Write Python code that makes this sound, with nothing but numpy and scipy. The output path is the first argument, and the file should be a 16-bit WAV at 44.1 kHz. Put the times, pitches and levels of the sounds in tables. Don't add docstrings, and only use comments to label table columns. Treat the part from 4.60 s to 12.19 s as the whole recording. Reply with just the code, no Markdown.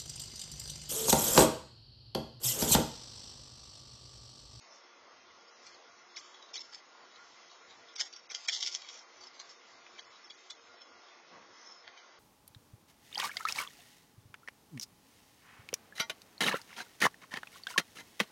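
import sys
import numpy as np
from scipy import signal
from scipy.fft import rfft, irfft
from scipy.io import wavfile
from scipy.ndimage import uniform_filter1d

SR = 44100
rng = np.random.default_rng(int(sys.argv[2]) if len(sys.argv) > 2 else 0)


def magnitude_from_level(level_db):
    exponent = np.asarray(level_db, float) / 20
    return 10 ** exponent


def digitize_waveform(pressure):
    field = np.atleast_2d(pressure).T
    bounded = np.clip(field, -1, 1)
    quanta = np.round(bounded * 32767).astype(np.int16)
    wavfile.write(sys.argv[1], SR, quanta)


N = 334710
HISS_DB = -59.5


def evened(x):
    return x / np.sqrt(np.mean(x ** 2) + 1e-20)


def read(points, hz):
    f, value = np.transpose(points)
    return np.interp(np.log(hz + 1), np.log(f + 1), value)


def curve(rows):
    return np.interp(np.arange(N) / SR, *np.transpose(rows))


def mode(hz, centre_hz, width_hz):
    return 1j * hz * width_hz / (centre_hz ** 2 - hz ** 2 + 1j * hz * width_hz)


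# (frequency [Hz], density [dB per Hz])
HISS_SPECTRUM = [(35, -35), (60, -3), (115, -21.5), (291, -6), (357, -5.5), (411, -10), (455, -0.5),
                 (503, -3), (1160, -2), (1570, -5), (2040, -7.5), (2600, -10), (5390, -10.5), (6600, -12.5),
                 (7600, -37.5), (9880, -83), (16700, -120)]
# (time [s], low wash level [dB])
BREEZE_LEVEL = [(0.0, -60.5), (1.51, -60), (3.28, -59.5), (3.561, -63), (4.45, -60), (6.15, -60),
                (6.6, -59.5), (7.0, -60), (7.59, -60)]


def hiss():
    hop, size = 256, 1024
    frames, hz = N // hop + 5, np.fft.rfftfreq(size, 1 / SR)
    real, imaginary, patches = rng.standard_normal((frames, 513, 3)).T
    patches = evened(uniform_filter1d(uniform_filter1d(patches, 14, 0), 14, 1))
    gain = magnitude_from_level(read(HISS_SPECTRUM, hz))
    band = (hz > 2500) & (hz < 7000)
    gain *= magnitude_from_level(HISS_DB) / np.sqrt(np.sum(gain[band] ** 2))
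    times, levels = np.transpose(BREEZE_LEVEL)
    gust_db = np.interp(np.arange(frames) * hop / SR, times, levels) - np.median(levels)
    reach = 1 / (1 + (hz / 2200) ** 4)
    moving_db = 1.5 * patches + reach[:, None] * gust_db
    z = (real + 1j * imaginary) * gain[:, None] * magnitude_from_level(moving_db)
    return 0.61 * signal.istft(z, nperseg=size, noverlap=size - hop)[1][:N]


# (frequency [Hz], rms level [dB])
FAN_LINES = [(362, -81), (470, -83), (690, -82.5), (1410, -76.5)]


def fan():
    drift = evened(uniform_filter1d(rng.standard_normal((len(FAN_LINES), N)), 2500))
    out = np.zeros(N)
    for (hz, db), wander in zip(FAN_LINES, drift):
        turns = np.cumsum(hz + 7.0 * wander) / SR
        out += magnitude_from_level(db + 4.5 + 5.0 * wander[::-1]) * np.sin(2 * np.pi * turns)
    return out


# (start [s], length [s], level [dB])
GUST = (6.7, 0.29, -57)


def puff():
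    start, length, db = GUST
    n, out = round(length * SR), np.zeros(N)
    band = signal.butter(2, [170, 1300], "bandpass", fs=SR, output="sos")
    air = signal.sosfilt(band, rng.standard_normal(n))
    u = np.linspace(0, 6, n)
    out[round(start * SR):][:n] = magnitude_from_level(db) * evened(air) * u * np.exp(1 - u)
    return out


# (delay [s], level [dB])
REFLECTIONS = [(.0013, -9), (.0085, -10.5), (0.0139, -15), (.021, -20)]


def patio():
    n, t60_s = SR // 4, 0.14
    taps = np.zeros(n)
    at = np.arange(200, n - 20, 20)
    taps[at + rng.integers(0, 20, len(at))] = rng.choice([-1., 1.], len(at))
    taps *= magnitude_from_level(-60 * np.arange(n) / SR / t60_s)
    taps *= magnitude_from_level(-15) / np.linalg.norm(taps)
    taps[0] = 1
    for s, db in REFLECTIONS:
        taps[round(s * SR)] += magnitude_from_level(db)
    return taps


# (frequency [Hz], width [Hz], level [dB])
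SHELL_MODES = [(1640, 890, -26.5), (2295, 420, -4.5), (3400, 490, 0), (4659, 490, 0.5), (5358, 660, -2),
               (6443, 950, 0), (7274, 1200, -5)]


def shell(hz):
    return sum((-1) ** k * magnitude_from_level(db) * mode(hz, f, w) for k, (f, w, db) in enumerate(SHELL_MODES))


# (time [s], scrape level [dB])
GNAW_LEVEL = [(0.0, -57.5), (0.14, -66.5), (1.106, -61), (1.45, -66), (1.598, -56.5), (1.78, -62.5),
              (3.0, -61), (3.3, -62), (3.754, -63.5), (3.86, -51.5), (3.942, -46.5), (4.052, -48),
              (4.244, -59), (4.42, -62.5), (4.65, -61.5), (5.8, -61.5), (6.4, -62.5), (7.59, -63)]
# (start [s], length [s], level [dB], ring [Hz], fade [dB])
CRUSH_BURSTS = [(0.111, 0.06, -63, 5670, -14), (1.551, 0.073, -58, 5700, 6), (1.953, 0.033, -46, 3730, 0.5),
                (1.982, 0.046, -50, 5460, -7), (2.127, 0.025, -53, 4600, -3),
                (3.378, 0.045, -43, 4400, -18), (3.426, 0.018, -51, 5570, 1), (3.525, 0.018, -53, 5700, 6),
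                (3.689, 0.071, -58, 5510, -2), (3.731, 0.13, -58, 5030, 11),
                (3.916, 0.057, -44, 3400, -4.5), (3.917, 0.05, -44, 4990, 7.5),
                (2.142, 0.025, -51.5, 5260, 10), (4.043, 0.036, -41.5, 5306, -2.5),
                (4.107, 0.053, -48, 5420, -10.5), (4.248, 0.071, -58.5, 3274, 0.5),
                (4.285, 0.12, -55, 5730, -2.5), (4.6, .055, -56, 4590, -14.5), (4.79, 0.04, -50, 4220, 8),
                (4.885, 0.05, -58.5, 5500, 10), (6.943, 0.14, -62, 5860, -12),
                (7.058, 0.11, -59.5, 5320, 4.5), (7.158, 0.064, -65, 5220, 4)]


def gnawing():
    sizes = magnitude_from_level(2.6 * np.minimum(rng.exponential(1, N), 5))
    grit = sizes * (rng.random(N) < 4000 / SR) * rng.choice([-1, 1], N)
    hz = np.fft.rfftfreq(1024, 1 / SR)
    grit = evened(signal.oaconvolve(grit, irfft(shell(hz)))[:N])
    out = grit * np.sqrt(np.maximum(magnitude_from_level(curve(GNAW_LEVEL)) ** 2 - magnitude_from_level(HISS_DB - 3.0) ** 2, 0))
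    other_grit = np.roll(grit, SR)
    for start, length, db, ring_hz, fade_db in CRUSH_BURSTS:
        at, n = round(start * SR), round(length * SR)
        ring = irfft(1 + magnitude_from_level(13.0) * mode(hz, ring_hz, 350))
        burst = evened(signal.oaconvolve(other_grit[at:at + n], ring)[:n])
        fade = magnitude_from_level(db - fade_db * np.linspace(-.5, .5, n))
        out[at:at + n] += fade * signal.windows.tukey(n, .4) * burst
    return out


def snaps(rows):
    lead, size = 400, 4096
    s, db, ring_hz, thud_db, t60 = (c[:, None] for c in np.transpose(rows))
    t, hz = np.arange(size) / SR - lead / SR, np.fft.rfftfreq(size, 1 / SR)
    crumble = rng.standard_normal((len(s), size)) * magnitude_from_level(5.0 * rng.standard_normal((len(s), size)))
    swell = magnitude_from_level(2601.5 * np.minimum(t, 0))
    decay = magnitude_from_level(-60 * t / np.clip(t60, .004, .15))
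    blow = 0.074 * crumble * np.where(np.arange(size) < lead, swell, decay)
    blow[:, lead] += np.clip(1.53 + .05 * (db[:, 0] + 23), .2, 2)
    ring = magnitude_from_level(5.5 + np.clip(-32.5 - db, 0, 7)) * mode(hz, ring_hz, 280)
    body = mode(hz, 1800, 2000) ** 2 + magnitude_from_level(-9) * mode(hz, 900, 800) ** 2
    colour = shell(hz) + ring + magnitude_from_level(thud_db + 3.0) * body
    sound = irfft(rfft(blow) * colour)
    sound *= magnitude_from_level(db) / abs(sound).max(1, keepdims=True)
    out = np.zeros(N + size)
    np.add.at(out, np.round(s * SR).astype(int) - lead + np.arange(size), sound)
    return out[:N]


# (time [s], peak [dB], strongest ring [Hz])
CLAW_KNOCKS = [(3.7117, -38.5, 2296), (4.564, -53.5, 2190), (5.2663, -45.5, 2400), (5.3641, -51.5, 2170),
               (5.3896, -42, 3080), (6.072, -52, 2300), (7.278, -36.5, 1950), (7.3648, -51, 2210),
               (7.3762, -47, 2110)]


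def knocks():
    return snaps([(*row, 8.5, .018) for row in CLAW_KNOCKS])


# (time [s], peak [dB], strongest ring [Hz])
SPLINTER_TICKS = [(1.5644, -41.5, 3890), (1.5695, -39, 6500), (1.578, -39, 5130), (1.589, -43.5, 5000),
                  (1.962, -36, 3380), (1.967, -35, 5300), (1.979, -35, 3930), (2.009, -44.5, 5360),
                  (3.4131, -29.5, 3260), (3.538, -42.5, 3400), (3.7032, -36, 5800), (3.7623, -36, 4920),
                  (3.85, -41, 4700), (3.8875, -18, 2285), (3.897, -30.5, 1862), (3.9222, -31, 4880),
                  (3.9384, -25.5, 5180), (3.9466, -33, 3520), (3.9584, -35, 3940), (3.973, -32.5, 3970),
                  (4.0333, -27, 3670), (4.037, -34.5, 5810), (4.0793, -25, 4760), (4.093, -38, 5420),
                  (4.1245, -35, 5430), (4.144, -32.5, 5590), (4.16, -35.5, 5490), (4.22, -38.5, 3980),
                  (4.248, -42, 2240), (4.298, -38.5, 3400), (4.33, -47, 5400), (4.36, -43, 3400),
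                  (4.393, -43.5, 5120)]


def splinters():
    return snaps([(*row, -18.5, .016) for row in SPLINTER_TICKS])


# (time [s], peak [dB], strongest ring [Hz], thud [dB re peak])
SHARP_FLAKES = [(1.5702, -40.5, 2240, -1), (1.578, -40.5, 2170, -2), (3.3845, -35.5, 5600, -20),
                (3.363, -36, 5720, -28), (3.4125, -28, 3260, -18), (3.4104, -24, 5180, -10.5),
                (3.7187, -31.5, 5940, -15), (3.7465, -34.5, 2260, -9.5), (3.7497, -29, 5110, -20),
                (3.7715, -42, 4940, -20.5), (3.8845, -24, 5360, -13), (3.8875, -24, 6170, -14.5),
                (3.8958, -25, 5540, -4), (4.0235, -30, 3310, -20), (4.0278, -24.5, 5770, -12),
                (4.064, -25.5, 5470, -21.5), (4.1498, -25, 4370, -22.5), (5.385, -43, 2320, -27),
                (5.9052, -41.5, 7500, -12), (5.9088, -34.5, 3380, -15)]


def flakes():
    return snaps([(*row, .0094) for row in SHARP_FLAKES])


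# (time [s], peak [dB], strongest ring [Hz])
LIGHT_BITES = [(0.111, -51, 5500), (0.125, -46.5, 5570), (0.888, -47.5, 4820), (1.1456, -46, 4310),
               (1.5691, -41, 2210), (1.7462, -41.5, 3370), (1.826, -41, 3860), (2.1266, -51.5, 5270),
               (2.5616, -47, 3510), (2.9011, -47.5, 3680), (2.9149, -45, 4020), (3.1067, -44.5, 3690),
               (3.5275, -45, 2910), (3.537, -41.5, 4610), (4.268, -45, 3320), (4.6097, -44.5, 5800),
               (4.6384, -44, 4510), (4.6709, -45.5, 5210), (4.8968, -47, 5270), (4.9106, -45, 5580),
               (5.5602, -45, 3570), (5.6457, -48.5, 5435), (5.7852, -49, 3650), (5.869, -51, 3250),
               (6.2024, -54.5, 3520), (6.2175, -45.5, 3400), (6.486, -45.5, 3600), (7.067, -50.5, 5120),
               (7.2778, -42.5, 3135), (7.378, -42.5, 3120)]


def nibbles():
    return snaps([(*row, -13, .038) for row in LIGHT_BITES])


# (time [s], peak [dB], strongest ring [Hz], thud [dB re peak])
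SECOND_BREAKS = [(1.072, -40, 4260, -20), (1.993, -35, 5330, -14), (3.397, -29, 2240, -3.5),
                 (3.4114, -19.5, 4710, -10), (3.4179, -30, 3160, -6.5), (3.564, -35, 5690, -19),
                 (3.759, -46, 4960, -22), (3.883, -34, 3300, -15), (3.8954, -20, 3370, -13.5),
                 (3.9005, -29.5, 4870, -22), (3.9504, -28, 3505, -20), (3.9654, -28.5, 4170, -14),
                 (4.0305, -29, 3430, -19.5), (4.1545, -30.5, 5550, -16.5), (5.9167, -45, 3350, -23),
                 (6.2171, -43.5, 5340, -22)]


def splits():
    return snaps([(*row, .012) for row in SECOND_BREAKS])


# (time [s], peak [dB], strongest ring [Hz], thud [dB re peak])
SHELL_CRACKS = [(1.0652, -40, 5780, -41), (1.5726, -36.5, 4750, -8.5), (1.8905, -44.5, 3400, -12.5),
                (1.9418, -33.5, 5110, -24.5), (1.9568, -30, 4390, -14), (2.13, -46, 2910, 4.5),
                (2.135, -41.5, 4660, -13), (3.2869, -43, 3450, -5), (3.3628, -33, 5680, -17.5),
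                (3.3816, -44, 2220, -28), (3.4044, -19, 5110, -19), (3.4098, -20, 4860, -35.5),
                (3.5637, -40, 5500, -15), (3.704, -39, 2300, -20), (3.7124, -31.5, 5820, -9),
                (3.7182, -31.5, 5940, -11), (3.7487, -19.5, 4810, -39), (3.887, -27.5, 3500, -10),
                (3.928, -25.5, 5530, -9.5), (3.933, -26, 3560, -28), (4.0077, -25.5, 5450, -23),
                (4.0276, -17, 3460, -28), (4.0637, -26, 5200, -38.5), (4.074, -20.5, 5770, -30),
                (4.1495, -23.5, 5700, -23.5), (4.2879, -32, 3440, -13.5), (4.7994, -35, 4620, -7),
                (5.3943, -33, 3104, -1.5), (5.7065, -34.5, 3400, -14.5), (5.9065, -27.5, 3400, -15)]


def cracks():
    return snaps([(*row, .032) for row in SHELL_CRACKS])


def scene():
    snapping = cracks() + nibbles() + knocks() + splits() + splinters() + flakes()
    steady = gnawing() + hiss() + fan() + puff()
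    return (signal.oaconvolve(snapping, patio())[:N] + steady)[None]


# (frequency [Hz], width [Hz], level [dB])
HOUSING_MODES = [(1116, 150, 4.5), (2040, 160, 7), (3370, 180, 1.5), (5254, 350, 6), (2808, 250, -1.5),
                 (4300, 110, -1.5), (4987, 180, -3.5), (5845, 170, -0.5)]


def housing(x):
    hz = np.linspace(0, SR / 2, 1025)
    db = sum(level / (1 + ((hz - f) / w * 2) ** 2) for f, w, level in HOUSING_MODES)
    response = signal.firwin2(1025, hz, magnitude_from_level(db) / (1 + (hz / 8300) ** 40), fs=SR)
    return signal.oaconvolve(x, response, "same")


LOW_SR = 16000


def treble_times(x, gain):
    bass = signal.oaconvolve(x, signal.firwin(201, 1100, fs=LOW_SR), "same")
    treble = gain * (x - bass)
    deep = signal.oaconvolve(treble, signal.firwin(201, 500, fs=LOW_SR), "same")
    return bass + treble - deep


# (frequency [Hz], level [dB])
ROUNDING_STEP = [(60, -2), (300, -7), (1500, -4), (2400, 5), (3200, 9.5), (6700, 9), (7200, 4)]
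# (frequency [Hz], level [dB])
HEARING_FLOOR = [(30, -58), (120, -68), (190, -71), (260, -88.5), (6900, -90), (7250, -68.5), (7750, -66)]


def coarse(x, size, start, bands, step_db, spread_db, scatter_db, ahead_db, starve, top_cut):
    n, k = np.arange(2 * size), np.arange(size)
    rise = np.kaiser(size + 1, 4 * np.pi)
    rise = np.sqrt(np.cumsum(rise)[:size] / rise.sum())
    window = np.r_[rise, rise[::-1]][:, None] * np.sqrt(2 / size)
    basis = np.cos(np.pi / size * np.outer(n + .5 + size / 2, k + .5)) * window
    lead = size - start % size
    halves = np.pad(x, (lead, 2 * size - (len(x) + lead) % size)).reshape(-1, size)
    c = np.hstack([halves[:-1], halves[1:]]) @ basis
    width = np.diff(list(bands) + [size])
    hz = (np.array(bands) + width / 2) * LOW_SR / 2 / size
    power = np.add.reduceat(c ** 2, bands, 1) / width + 1e-16
    near = np.abs(np.subtract.outer(np.arange(len(bands)), np.arange(len(bands))))
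    mask = np.sqrt((power[:, None] * magnitude_from_level(-2 * spread_db * near)).max(2))
    for db, blocks_on in ((ahead_db, (1, 2)), (ahead_db + 9, (4, 5))):
        later = np.maximum(*[np.roll(mask, -b, 0) for b in blocks_on])
        mask = np.maximum(mask, magnitude_from_level(-db) * later)
    busy_db = np.maximum(10 * np.log10(power[:, hz > 2500].max(1, keepdims=True)) + 57, 0)
    starved_db = busy_db * np.where(hz < 1700, starve, np.where(hz < 2600, .5 * starve, -.1))
    scatter = scatter_db * rng.standard_normal(mask.shape)
    step = mask * magnitude_from_level(read(ROUNDING_STEP, hz) + step_db + starved_db + scatter)
    floor_db = read(HEARING_FLOOR, hz) + .7 * busy_db * (hz < 260) + top_cut * busy_db * (hz > 6900)
    heard = power > magnitude_from_level(2 * (floor_db + 4.0 * rng.standard_normal((len(c), 1))))
    step = np.repeat(step, width, 1)
    whole = np.floor((abs(c) / step) ** .75 + .4054)
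    rounded = np.sign(c) * whole ** (4 / 3) * step * np.repeat(heard, width, 1)
    blocks = rounded @ basis.T
    out = np.vstack([blocks[:1, :size], blocks[1:, :size] + blocks[:-1, size:]])
    return out.ravel()[lead:lead + len(x)]


LONG_EDGES = [0, 8, 16, 24, 32, 40, 48, 56, 64, 72, 80, 88, 100, 112, 124, 136, 148, 160, 172, 184, 196,
              212, 228, 244, 260, 280, 300, 320, 344, 368, 396, 424, 456, 492, 532, 572, 616, 664, 716, 772,
              832, 896, 960]
SHORT_EDGES = [0, 4, 8, 12, 16, 20, 24, 28, 32, 40, 48, 60, 72, 88, 100, 114]
SPLIT_FRAMES = [23, 29, 51, 56, 59, 83, 87, 88, 91]


def camera(x):
    frame, grid = 1024, 714
    x = signal.resample_poly(x, 160, 441, window=("kaiser", 8))
    in_short = np.isin((np.arange(len(x)) - grid - frame // 2) // frame, SPLIT_FRAMES)
    share = uniform_filter1d(1. * in_short, 128)
    short = coarse(share * x, size=frame // 8, start=grid + frame // 16, bands=SHORT_EDGES, step_db=0.2,
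                   spread_db=6, scatter_db=2.5, ahead_db=13, starve=.15, top_cut=.8)
    loud = np.maximum(np.sqrt(abs(uniform_filter1d(x ** 2, 48))) / magnitude_from_level(-53.5), 1) ** .9
    loud /= uniform_filter1d(loud, frame)
    long = coarse(treble_times((1 - share) * x, 1 / loud), size=frame, start=grid, bands=LONG_EDGES,
                  step_db=1.2, spread_db=4.5, scatter_db=1.6, ahead_db=60, starve=.55, top_cut=.1)
    long = treble_times(long, loud) * np.minimum(8 * (1 - share), 1)
    leaky = signal.firwin(441 * 28 + 1, 1 / 441, window=("kaiser", 7))
    return signal.resample_poly(short + long, 441, 160, window=leaky)[None, :N]


def band_limit(x):
    return signal.sosfilt(signal.butter(12, 8860, fs=SR, output="sos"), x)


def record(dry):
    mix = camera(housing(dry[0]))
    return band_limit(mix)


dry = scene()
out = record(dry)
digitize_waveform(out)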